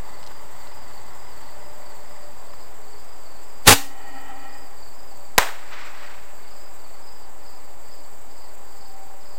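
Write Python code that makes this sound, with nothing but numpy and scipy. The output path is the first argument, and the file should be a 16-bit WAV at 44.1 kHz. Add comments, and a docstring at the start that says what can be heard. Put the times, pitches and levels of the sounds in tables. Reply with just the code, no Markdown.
"""A firework mortar fires from a lawn: the fuse fizzes and spits, the lift charge roars out as a jet
of gas, and the emptied tube hoots in its own draught. The shell bursts overhead with one sharp crack,
which the yard and a far line of trees throw back. Both bangs overload the microphone.
Around it two crickets chirp with their wings in front of farther ones, over a steady hiss of higher
insects, a low outdoor murmur and faint road-like drones."""
import sys
import numpy as np
from scipy import signal
from scipy.fft import rfft, irfft, next_fast_len
from scipy.io import wavfile

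SR = 44100
rng = np.random.default_rng(int(sys.argv[2]) if len(sys.argv) > 2 else 0)


def wav_record(signal):
    """Record a signal, one row per channel, as 16-bit PCM in the file named by sys.argv[1]."""
    frames = np.transpose(np.atleast_2d(signal))
    bounded = np.clip(frames, -1, 1)
    # unit amplitude maps onto the largest positive 16-bit level
    quanta = np.round(bounded * 32767).astype(np.int16)
    wavfile.write(sys.argv[1], SR, quanta)


N = 413658
TIME = np.arange(N) / SR
FIRE_S, SHELL_OUT_S = 3.678, 3.727  # the lift charge lights, the shell leaves the muzzle


def from_db(db):
    """Decibels to gain."""
    return 10 ** (np.asarray(db) / 20)


def rms_one(x):
    """Scale to unit power."""
    return x / np.sqrt(np.mean(x ** 2) + 1e-20)


def noise(colour):
    """Unit-power noise shaped by an EQ curve."""
    hz, db = np.transpose(colour)
    bins = np.maximum(np.arange(N // 2 + 1) * SR / N, 1)
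    eq = from_db(np.interp(np.log(bins), np.log(hz), db))
    return rms_one(irfft(rfft(rng.standard_normal(N)) * eq, N))


def flutter(rate_hz, depth_db):
    """A gain that wanders at random."""
    knots = rng.standard_normal(N // 10)
    return from_db(depth_db * np.interp(TIME * rate_hz, np.arange(len(knots)), knots))


def resonate(x, hz, width_hz):
    """One resonance, unity gain at its peak."""
    r = np.exp(-np.pi * width_hz / SR)
    poles = [1, -2 * r * np.cos(2 * np.pi * hz / SR), r * r]
    return signal.lfilter(np.array([1, 0, -1]) * (1 - r * r) / 2, poles, x + 1e-18)


def bandpass(x, hz, width_hz):
    """The same resonance twice, for steeper skirts."""
    return resonate(resonate(x, hz, width_hz), hz, width_hz)


def waver(hz, width_hz, evenness=0.25):
    """Turbulence sounding one resonance, its swings partly evened by saturation; unit power."""
    tone = signal.hilbert(resonate(rng.standard_normal(N), hz, width_hz), next_fast_len(N))[:N]
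    return rms_one(tone.real / (np.abs(tone) + 1e-6) ** evenness)


def swell(full_s, hold_s, db, attack_db_per_s, release_db_per_s):
    """A gain envelope: attack, hold, release."""
    early, late = np.maximum(full_s - TIME, 0), np.maximum(TIME - full_s - hold_s, 0)
    return from_db(np.maximum(db - attack_db_per_s * early - release_db_per_s * late, -200))


def swells(rows):
    """The envelope of several swells whose powers add."""
    return np.sqrt(sum(swell(*row) ** 2 for row in rows))


def ring(start_s, hz, t60_s, db):
    """A struck resonance: one decaying sine."""
    age = np.maximum(TIME - start_s, 0)
    return from_db(db - 60 * age / t60_s) * np.sin(2 * np.pi * hz * age)


def scatter(x, colour, t60_s, wet_db):
    """Grass, trunks and walls scatter a sound into a short dense tail."""
    onset = 1 - np.exp(-TIME / 0.0028)
    tail = (noise(colour) * from_db(-60 * TIME / t60_s) * onset)[:SR]
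    return from_db(wet_db) * signal.fftconvolve(x, tail / np.linalg.norm(tail))[:N]


# dark EQ of the ambience bed: freq_hz, gain_db
MURMUR_EQ = [(15, -3), (50, 0.5), (90, -2.5), (150, -11), (300, -6.5), (550, -5.5), (850, -1), (1150, -5.5),
             (1450, -11), (2000, -12), (3000, -19.5), (6000, -25), (11000, -30.5), (16000, -32)]
def murmur(db, ebb_db_per_s):
    """A distant outdoor murmur, slowly ebbing."""
    return from_db(db - ebb_db_per_s * TIME) * noise(MURMUR_EQ)


# far road-like hum: pitch_hz, width_hz, level_db
DRONE_TONES = [(412, 16, -63), (582.6, 12, -58.5), (783, 28, -62)]
def drones():
    """Faint tones that wander in level."""
    return sum(from_db(db) * waver(hz, width) * flutter(rate_hz=3.01, depth_db=1.6)
               for hz, width, db in DRONE_TONES)


# tones that poke out of the drones: full_s, hold_s, level_db, pitch_hz, sink_hz_per_s
PASSING_WHINES = [(1.55, .75, -53, 602, 14), (2.85, 0.11, -54, 421, 10), (8.98, 0.091, -52, 780, 20)]
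def whines(fade_db_per_s):
    """Each whine fades in and out, sinking in pitch as it passes."""
    out = np.zeros(N)
    for full_s, hold_s, db, hz, sink_hz_per_s in PASSING_WHINES:
        wobble_hz = 10 * np.log(flutter(rate_hz=40, depth_db=5))
        pitch = hz - sink_hz_per_s * (TIME - full_s) + wobble_hz
        tone = rms_one(np.sin(2 * np.pi * np.cumsum(pitch) / SR) * flutter(rate_hz=25, depth_db=2.5))
        out += swell(full_s, hold_s, db, fade_db_per_s, fade_db_per_s) * tone
    return out


# high insect sizzle: centre_hz, width_hz, relative_db
INSECT_BANDS = [(7636, 1280, 2.5), (14330, 1270, -1.5)]
def insect_chorus(level_db):
    """Countless far insects merge into two bands of hiss."""
    hiss = sum(from_db(db) * bandpass(rng.standard_normal(N), hz, width)
               for hz, width, db in INSECT_BANDS)
    return from_db(level_db) * rms_one(hiss) * flutter(rate_hz=60, depth_db=1.35)


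def far_crickets(level_db):
    """The farthest crickets blur into one wavering band."""
    band = rms_one(bandpass(rng.standard_normal(N), hz=4705, width_hz=390))
    return from_db(level_db) * band * flutter(rate_hz=25, depth_db=3.5)


# mid-heavy EQ of the yard's reverb: freq_hz, gain_db
YARD_EQ = [(50, -22), (220, -14), (420, -2.5), (600, 4), (1000, 6), (2000, 1), (3500, -4), (6000, -10.5),
           (8000, -6), (11000, -23), (14000, -10), (16000, -15)]
def yard_reverb(x, t60_s, wet_db):
    """The tail that the yard scatters back."""
    return scatter(x, YARD_EQ, t60_s, wet_db)


def cricket(runs, start_hz, end_hz, strokes):
    """Each wing stroke is a whistle that sinks as the scraper slows; a chirp of them swells and fades."""
    stroke_s, strokes_per_s, jitter_s = 0.027, 22, 0.0025
    edge_db, sag_hz = -3, 55  # a chirp is softer at both ends and droops in pitch
    out = np.zeros(N + SR)
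    along = np.linspace(0, 1, int(stroke_s * SR))
    glide = start_hz + (end_hz - start_hz) * along ** 1.69  # holds, then drops ever faster
    envelope = np.sqrt(np.abs(np.sin(np.pi * along)))
    for first_s, end_s, period_s, db in runs:
        for middle_s in np.arange(first_s, end_s, period_s):
            for place in np.linspace(-1, 1, strokes):
                late, sharp, accent_db = rng.standard_normal(3)
                hz = glide * (1 + 0.0044 * sharp) - sag_hz * (place + 1) / 2
                stroke = envelope * np.sin(2 * np.pi * np.cumsum(hz) / SR)
                offset_s = place * (strokes - 1) / 2 / strokes_per_s + jitter_s * late
                at = max(int((middle_s + offset_s - stroke_s / 2) * SR), 0)
                out[at:at + len(along)] += from_db(db + edge_db * place ** 2 + accent_db) * stroke
    return out[:N]


# each singer's runs of even chirps: first_chirp_middle_s, end_s, period_s, premix_level_db
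LOW_CHIRP_RUNS = [(.14, .7, 0.48, -50.5), (.93, 2.1, 0.49, -49.5), (2.55, 5.5, 0.38, -51),
                  (6.07, 7.1, .41, -51.5), (7.5, 9.4, .452, -51)]
HIGH_CHIRP_RUNS = [(.29, 3.7, .462, -51), (4.56, 5.2, .46, -49.5), (6.59, 7.3, .51, -49),
                   (7.5, 9.4, .447, -51.5)]
def near_crickets(direct_db):
    """Two raspy singers drift in and out of step."""
    rasp = flutter(rate_hz=270, depth_db=3.5)
    low = cricket(LOW_CHIRP_RUNS, start_hz=4780, end_hz=4206, strokes=5) * rasp
    high = cricket(HIGH_CHIRP_RUNS, start_hz=5080, end_hz=4730, strokes=4) * rasp
    send = from_db(-5.5) * low + high  # the high singer is farther off, so wetter
    return from_db(direct_db) * (low + high) + yard_reverb(send, t60_s=0.37, wet_db=-0.5)


# EQ of the fizz: freq_hz, gain_db
FIZZ_EQ = [(100, -1.5), (400, -10), (720, -7), (880, 4), (1200, -3.5), (1650, -9.5), (2030, -2),
           (2300, -22.5), (3200, -14.5), (8000, -28), (16000, -36)]
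# snapping sparks: start_s, peak_db, pitch_hz
SPARKS = [(0.229, -33.5, 3400), (0.239, -37, 3400), (.2643, -33, 4200), (0.273, -33, 4000),
          (0.672, -37, 3000), (2.534, -33, 844), (3.045, -43, 6000)]
def fuse(fizz_db, enters_tube_s, fade_db_per_s, spark_decay_s, spark_q):
    """The fuse sputters and spits, its fizz growing fainter as it burns down inside the tube."""
    burning = from_db(fizz_db - fade_db_per_s * np.maximum(TIME - enters_tube_s, 0)) * (TIME < FIRE_S)
    out = burning * noise(FIZZ_EQ) * flutter(rate_hz=120, depth_db=2.5)
    age = TIME[:SR // 20]
    for start_s, db, hz in SPARKS:
        puff = rng.standard_normal(len(age)) * np.exp(-age / spark_decay_s)
        snap = bandpass(puff, hz, hz / spark_q)
        at = int(start_s * SR)
        out[at:at + len(age)] += from_db(db) * snap / np.abs(snap).max()
    return out


# near-odd harmonics of a pipe closed at one end: pitch_hz, width_hz, relative_db
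TUBE_MODES = [(274.5, 8, -13), (798, 19.5, -4.5), (1324, 27, -14), (1896, 50, -9), (2437, 56, -19),
              (2990, 110, -20)]
# gusts through the empty tube: full_s, hold_s, level_db, attack_db_per_s, release_db_per_s
TUBE_GUSTS = [(3.7, .004, -25, 1397, 230), (3.78, .03, -42.5, 600, 60), (4.02, 0.22, -42, 109, 70),
              (4.3, 0.023, -37.5, 300, 398), (4.4, 0.17, -44.5, 150, 85)]
def tube_hoot():
    """The departing shell kicks the hot air column; gas surging in the empty tube then blows its modes."""
    kick = ring(start_s=3.72, hz=279, t60_s=0.29, db=-24.5)
    draught = swells(TUBE_GUSTS) * flutter(rate_hz=45, depth_db=2)
    hoot = rms_one(sum(from_db(db) * waver(hz, width) for hz, width, db in TUBE_MODES))
    return kick + draught * hoot


# full-bodied EQ of the gas jet: freq_hz, gain_db
JET_EQ = [(20, -6), (55, 3.5), (110, 0.5), (170, -5.5), (260, 1.5), (360, -5), (520, 1), (680, -2.5),
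          (850, 1), (1300, -4.5), (2000, -4.5), (3000, -6), (5000, -8.5), (8000, -9.5), (16000, -17)]
# bright EQ of the tail off the leaves: freq_hz, gain_db
FOLIAGE_EQ = [(100, -35), (700, -8.5), (2000, -6), (4000, -3.5), (8000, -1.5), (11000, -6), (14000, 3),
              (16000, -3.5)]
def lift_charge(overshoot_db, build_s, settle_s):
    """A ragged jet of gas overshoots, holds until the shell is out, then collapses; foliage scatters it."""
    pressure = swell(FIRE_S, SHELL_OUT_S - FIRE_S, db=-8, attack_db_per_s=1343, release_db_per_s=830)
    early, age = np.maximum(FIRE_S - TIME, 0), np.maximum(TIME - FIRE_S, 0)
    overshoot = from_db(overshoot_db * np.exp(-(age / settle_s) ** 2 - early / build_s))
    jet = pressure * overshoot * noise(JET_EQ) * flutter(rate_hz=600, depth_db=2.2)
    return jet + scatter(jet, FOLIAGE_EQ, t60_s=0.32, wet_db=-12.5)


# rolling echoes: full_s, hold_s, level_db, attack_db_per_s, release_db_per_s
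TREE_RETURNS = [(5.42, .02, -41, 1050, 33), (5.725, 0.13, -40.5, 260, 130), (5.94, .08, -43, 110, 55),
                (6.1, .1, -54.5, 63, 10)]
# thin, dull EQ of those echoes: freq_hz, gain_db
TREE_EQ = [(100, -44), (500, -19), (1000, -4), (1400, -3), (2200, -4.5), (3200, -13), (5000, -17),
           (7000, -28), (12000, -63)]
def tree_echoes():
    """Trees at several distances return the burst as swells of noise."""
    return swells(TREE_RETURNS) * noise(TREE_EQ) * flutter(rate_hz=100, depth_db=2)


# slapbacks off nearby walls and trunks: start_s, send_db
SLAPBACKS = [(5.3837, 9.5), (5.418, -1.5), (5.4254, -1), (5.487, -9.5)]
# EQ of the slapbacks: freq_hz, gain_db
SLAP_EQ = [(100, -24), (280, -13), (550, 4), (1100, -1), (2200, 2), (4000, -16), (8000, -16), (16000, -36)]
def yard_echoes(hit_s):
    """The ground shock sets nearby things ringing; the yard answers with slaps and a short tail."""
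    ringing = ring(hit_s, hz=994, t60_s=0.033, db=-4.5)
    hit, taps = np.zeros((2, N))
    hit[int(hit_s * SR)] = 1
    for start_s, db in SLAPBACKS:
        taps[int(start_s * SR)] = from_db(db)
    slaps = scatter(taps, SLAP_EQ, t60_s=0.028, wet_db=2)
    return ringing + slaps + yard_reverb(hit, t60_s=0.41, wet_db=11.5)


# the crack, direct then off the ground: start_s, n_wave_peak_db, length_s, tear_relative_db
SHOCK_WAVES = [(5.3803, 7.5, 0.001207, 1), (5.3836, 12, 0.0004, -0.5)]
# EQ of its tearing edge: freq_hz, gain_db
TEAR_EQ = [(50, 0), (400, 1.5), (1000, 4.5), (2300, 7), (3500, -9), (5000, -1.5), (8000, -3), (11000, -17),
           (14000, -4.5), (16000, -9)]
def shell_burst(tear_s, push_s, push_relative_db):
    """Two N-shaped shocks, each with a tearing edge and a low push, then their echoes."""
    crack, tearing = np.zeros(N), noise(TEAR_EQ)
    for start_s, db, length_s, tear_db in SHOCK_WAVES:
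        age = np.maximum(TIME - start_s, 0)
        n_wave = (1 - 2 * age / length_s) * (age < length_s)
        edge = from_db(tear_db) * tearing * np.exp(-(age / tear_s) ** 2)
        push = from_db(push_relative_db) * (1 - age / push_s) * np.exp(-age / push_s)
        crack += from_db(db) * (age > 0) * (n_wave + edge + push)
    return crack + yard_echoes(hit_s=SHOCK_WAVES[-1][0]) + tree_echoes()


def scene():
    """The mono mix at one microphone near the tube."""
    bed = murmur(db=-46.5, ebb_db_per_s=0.1853) + drones() + whines(fade_db_per_s=55)
    insects = insect_chorus(level_db=-54.5) + far_crickets(level_db=-62.5) + near_crickets(direct_db=-2.5)
    fizz = fuse(fizz_db=-48.5, enters_tube_s=1.35, fade_db_per_s=5.5, spark_decay_s=0.0035, spark_q=0.98)
    launch = tube_hoot() + lift_charge(overshoot_db=11, build_s=0.0038, settle_s=0.013)
    burst = shell_burst(tear_s=0.00099, push_s=0.0026, push_relative_db=-19)
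    return (bed + insects + fizz + launch + burst)[None]


def record(dry):
    """The converter sits off centre and clips on the bangs; a steep low-pass cuts the top."""
    dc_offset, cutoff_hz = -0.0875, 15900
    clipped = np.clip(dry + dc_offset, -1, 1) - dc_offset
    lowpass = signal.ellip(10, 0.1, 70, cutoff_hz, fs=SR, output="sos")
    return np.clip(signal.sosfilt(lowpass, clipped) + dc_offset, -1, 1)


dry = scene()
out = record(dry)
wav_record(out)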